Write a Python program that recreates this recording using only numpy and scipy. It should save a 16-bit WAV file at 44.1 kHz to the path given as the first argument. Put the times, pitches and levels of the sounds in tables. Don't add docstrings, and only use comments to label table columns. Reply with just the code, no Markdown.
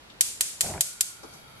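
import sys
import numpy as np
from scipy import signal
from scipy.fft import rfft, irfft
from scipy.io import wavfile

SR = 44100
rng = np.random.default_rng(int(sys.argv[2]) if len(sys.argv) > 2 else 0)


def pcm_store(signal):
    levels = np.round(np.clip(np.atleast_2d(signal), -1, 1) * 32767)
    wavfile.write(sys.argv[1], SR, levels.astype(np.int16).T)


N = 70560
TIME = np.arange(N) / SR
HZ = np.maximum(np.fft.rfftfreq(2 * N, 1 / SR), 1)

FLARE_S, FLARE_END_S = 0.612, 0.772

# f/Hz, likeness (-1 opposite, 1 same)
AIR_LIKENESS = [(25, 0.82), (60, 1), (150, 0.74), (380, 0.11), (950, 0.28), (2400, -0.51), (15000, -0.12)]


def from_db(db):
    return 10 ** (np.asarray(db) / 20)


def rms_one(x):
    return x / np.sqrt(np.mean(x ** 2) + 1e-20)


def at_hz(points, hz=HZ):
    table = np.array(points)
    return np.interp(np.log(hz), np.log(table[:, 0]), table[:, 1])


def filtered(x, response):
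    return irfft(rfft(x, 2 * N) * response)[..., :N]


def causal(db):
    cepstrum = irfft(np.log(from_db(db)))
    folded = np.r_[cepstrum[0], 2 * cepstrum[1:N]]
    return np.exp(rfft(folded, 2 * N))


def delay(s):
    return np.exp(-2j * np.pi * HZ * s)


def two_ears(s, lag_ms):
    return np.array([delay(s), delay(s + lag_ms / 1000)])


def noise(spectrum, likeness):
    mid, side = rfft(rng.standard_normal((2, 2 * N)))
    alike = np.clip(at_hz(likeness), -.99, .99)
    both = np.sqrt(1 + alike) * mid + np.sqrt(1 - alike) * side * [[1], [-1]]
    coloured = both * from_db(at_hz(spectrum))
    return rms_one(irfft(coloured)[:, :N])


def drift(rate):
    slowed = rfft(rng.standard_normal(2 * N)) / (1 + (HZ / rate) ** 2)
    return rms_one(irfft(slowed)[:N])


def narrow(hz, width):
    phase = 2 * np.pi * np.cumsum(hz * np.ones(N)) / SR
    return np.array([drift(width) * np.cos(phase) + drift(width) * np.sin(phase) for _ in range(2)])


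def burst(start, rise, t60):
    age = np.maximum(TIME - start, 0)
    return (1 - np.exp(-age / rise)) * np.exp(-np.log(1000) * age / t60)


def kitchen_air(lit):
    # f/Hz, level/dB per Hz (relative)
    air_colour = [(20, -12), (55, -2), (140, -5), (380, -6), (700, -8), (1900, -10), (4000, -12.5),
                  (7000, -22), (12000, -26), (15000, -45)]
    level_db, dip_db = -51.5, -4.5
    return from_db(level_db + dip_db * lit) * noise(air_colour, AIR_LIKENESS)


def knob():
    # t/s, tick level/dB, tick f/Hz, tick left minus right/dB, knock level/dB
    touches = [(0.099, -46, 3470, 3, -62), (1.232, -46, 5600, 2, -39), (1.275, -62, 5000, 5, -51.5),
               (1.31, -69, 5000, 2, -54.5), (1.3357, -48, 6160, 2, -51)]
    # f/Hz, level/dB per Hz (relative)
    hob_body = [(60, -10), (140, -2), (380, 8.5), (700, 0.5), (1000, -1), (1220, 3), (1600, -9),
                (4000, -35), (12000, -55)]
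    tick_rise_s, tick_t60_s = 0.00038, 0.11
    knock_rise_s, knock_t60_s = 0.0026, 0.18
    out = 0
    for s, tick_db, hz, pan_db, knock_db in touches:
        tick_colour = [(hz / 2, -16), (hz, 0), (hz * 2, -18), (hz * 3, -50)]
        tick = noise(tick_colour, AIR_LIKENESS) * burst(s, tick_rise_s, tick_t60_s)
        tick_gain = from_db(tick_db + pan_db * np.array([[.5], [-.5]]))
        knock = noise(hob_body, AIR_LIKENESS) * burst(s, knock_rise_s, knock_t60_s)
        out = out + tick_gain * tick + from_db(knock_db) * knock
    return out


def burner(lit):
    # f/Hz, level/dB per Hz (relative)
    flame_colour = [(30, -23), (60, -5), (140, 2), (280, -4), (700, -6.5), (1000, -4), (1800, -8),
                    (2400, -12), (4500, -9.5), (7000, -24), (11500, -10), (14000, -30)]
    roar_colour = [(30, -27), (65, -8.5), (145, -0.5), (260, -14.5), (800, -9), (3000, -56)]
    jet_colour = [(1500, -13), (4000, 5), (7000, 4), (10000, 0.5), (11500, 8.5), (12500, -27), (15000, -38)]
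    # t/s, level/dB
    jet_level = [(.2, -73), (.6, -52.5), (1.2, -57), (1.36, -53), (1.45, -61.5), (1.6, -63.5)]
    # f/Hz, width/Hz, level/dB
    tube_modes = [(2287, 180, -61.5), (3240, 180, -64.5), (3800, 43, -67.5), (4570, 97, -63.5),
                  (6100, 270, -72), (7400, 82, -75), (10100, 140, -70.5), (11800, 200, -80)]

    flame_db, flicker_db = -58, 1.5
    rush = from_db(flame_db + flicker_db * drift(11)) * noise(flame_colour, AIR_LIKENESS)

    roar_db, roar_from_s, roar_full_s = -56.5, 1.18, 1.19
    roar_growth = np.interp(TIME, [roar_from_s, roar_full_s], [0, 1])
    roar = from_db(roar_db) * roar_growth * noise(roar_colour, AIR_LIKENESS)

    start_hz, sag_hz_per_s, width_hz, note_db = 1480, 140, 94, -58
    note_hz = start_hz - sag_hz_per_s * (TIME - FLARE_S)
    note = from_db(note_db) * narrow(note_hz, width_hz)

    tube = sum(from_db(db) * narrow(hz, width) for hz, width, db in tube_modes)
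    jet_db = np.interp(TIME, *np.transpose(jet_level))
    jet = from_db(jet_db) * noise(jet_colour, AIR_LIKENESS)
    return lit * (rush + note + tube) + roar + jet


def flare():
    # f/Hz, level/dB per Hz (relative)
    flare_colour = [(30, -39), (60, -13), (92, 4), (115, -11), (135, 2.5), (270, -16.5), (330, -8.5),
                    (520, -15), (620, -7), (860, -10), (1150, -22), (2200, -26), (5000, -56), (12000, -65)]
    pop_colour = [(30, -18), (70, -3), (140, 2), (300, -10.5), (700, -1), (1100, -12.5), (2200, -9),
                  (5000, -41), (12000, -65)]
    # f/Hz, likeness (-1 opposite, 1 same)
    flare_likeness = [(60, 1), (550, 0.94), (1700, 0.58), (5000, 0.22)]
    # t/s, level/dB
    port_pops = [(0.6446, -30), (0.661, -29), (0.701, -29), (0.738, -25.5), (0.7776, -29)]
    rise_s, t60_s, flare_db = 0.041, 0.22, -37.5
    flutter_db, flutter_hz = 2, 58
    pop_rise_s, pop_t60_s = 0.00077, 0.021

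    growth = np.clip((TIME - FLARE_S) / rise_s, 0, 1)
    fade = np.exp(-np.log(1000) * np.maximum(TIME - FLARE_END_S, 0) / t60_s)
    flutter = from_db(flare_db + flutter_db * drift(flutter_hz))
    rush = noise(flare_colour, flare_likeness) * growth * fade * flutter
    pop_envelope = sum(from_db(db) * burst(s, pop_rise_s, pop_t60_s) for s, db in port_pops)
    return rush + noise(pop_colour, flare_likeness) * pop_envelope


def room_echo():
    # f/Hz, level/dB per Hz (relative)
    room_colour = [(70, -36), (220, -30), (1000, -21), (2200, -11.5), (4000, -6.5), (6000, -2.5), (7700, 1),
                   (10300, -1.5), (12000, -4.5), (13500, -18), (15000, -44)]
    # f/Hz, likeness (-1 opposite, 1 same)
    room_likeness = [(200, .2), (1400, 0), (3100, -.35), (6800, .1), (15000, .1)]
    # f/Hz, t60/s
    room_t60 = [(300, 0.19), (2000, 0.48), (7000, 0.53), (13000, 0.28)]
    near_rise_s = 0.0044
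    far_s, far_rise_s, far_db = 0.038, 0.016, -3.5

    wash, out = noise(room_colour, room_likeness), 0
    centres = 250 * 2 ** np.arange(7)
    for hz, pick in zip(centres, np.eye(len(centres))):
        band = filtered(wash, np.interp(np.log(HZ), np.log(centres), pick))
        t60 = at_hz(room_t60, hz)
        near_walls = burst(0, near_rise_s, t60)
        far_wall = from_db(far_db) * burst(far_s, far_rise_s, t60)
        out = out + band * np.hypot(near_walls, far_wall)
    return out


def igniter():
    # t/s, level/dB, room level/dB, extra echo fade/(dB per s), tilt/(dB per octave),
    # body below 1 kHz/dB, right ear lag/ms
    sparks = [(.2085, 7.8, .7, 0, -.2, 1, .064), (.4081, 1.3, 0, 8, -.6, 1.5, 0),
              (.6080, 1.6, 0, 8, -.4, 3.5, 0), (.8080, 2, -1.2, 16, .7, -.5, .02),
              (1.0082, 1.5, -3, 28, .4, -2.5, .02)]
    # delay/ms, level/dB, right ear lag/ms
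    bounce_paths = [(0, -11, 0.07), (.28, -8.5, 0.017), (.72, 7.5, -0.0041), (1.0, -13, 0.004),
                    (2.2, -7, 0.031), (3.6, -13, -0.053)]
    # f/Hz, level/dB per Hz
    snap_colour = [(70, -36), (220, -25), (900, -23.5), (1600, -15), (3000, -11), (4300, -9.5), (5000, -9),
                   (7500, -6), (9500, -6), (12200, -7), (14000, -19.5), (16000, -39)]
    # f/Hz, likeness (-1 opposite, 1 same)
    scatter_likeness = [(300, 0), (3500, -.6), (5500, .2), (14000, .2)]
    # f/Hz, level/dB, t60/s
    burner_modes = [(3020, -33.5, 0.022), (4100, -37, 0.0053), (6260, -21, 0.013), (7260, -13, 0.021),
                    (7600, -19.5, 0.029), (8620, -24, 0.04), (9850, -23, 0.024)]
    pulse_db, room_base_db = 2.5, -27
    ring_db, ring_spread_db, ring_rise_s = -0.5, 1.5, 0.0003
    scatter_db, scatter_rise_s, scatter_t60_s = -12, 0.0008, 0.04
    body_hz = 980
    renewed = 0.52
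    keep_gain, new_gain = np.sqrt(1 - renewed), np.sqrt(renewed)

    bounces = sum(from_db(db) * two_ears(ms / 1000, lag_ms) for ms, db, lag_ms in bounce_paths)
    snap = from_db(pulse_db) * irfft(bounces * causal(at_hz(snap_colour)))[:, :N]
    shared_scatter, shared_room = noise(snap_colour, scatter_likeness), room_echo()
    out = 0
    for s, spark_db, room_db, fade_db_per_s, tilt_db, body_db, lag_ms in sparks:
        ring = 0
        for hz, db, t60 in burner_modes:
            gain = from_db(ring_db + db + rng.normal(0, ring_spread_db))
            tone = np.sin(2 * np.pi * (hz * TIME + rng.random()))
            ring = ring + gain * tone * burst(0, ring_rise_s, t60)
        direct = filtered(snap + ring, two_ears(s, lag_ms))

        spray = keep_gain * shared_scatter + new_gain * noise(snap_colour, scatter_likeness)
        near = from_db(scatter_db) * spray * burst(0, scatter_rise_s, scatter_t60_s)
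        echo = keep_gain * shared_room + new_gain * room_echo()
        far = from_db(room_base_db + room_db - fade_db_per_s * TIME) * echo

        tilt = tilt_db * np.log2(np.maximum(HZ, body_hz) / 7000)
        body = body_db / (1 + (HZ / body_hz) ** 2)
        spark = from_db(spark_db) * direct + filtered(near + far, delay(s))
        out = out + filtered(spark, causal(tilt + body))
    return out


def scene():
    lit = np.clip((TIME - FLARE_S) / (FLARE_END_S - FLARE_S), 0, 1)
    return kitchen_air(lit) + knob() + burner(lit) + flare() + igniter()


def record(dry):
    stop_hz = 16900
    top_cut = signal.cheby2(14, 70, stop_hz, fs=SR, output="sos")
    return signal.sosfilt(top_cut, np.tanh(dry))


dry = scene()
out = record(dry)
pcm_store(out)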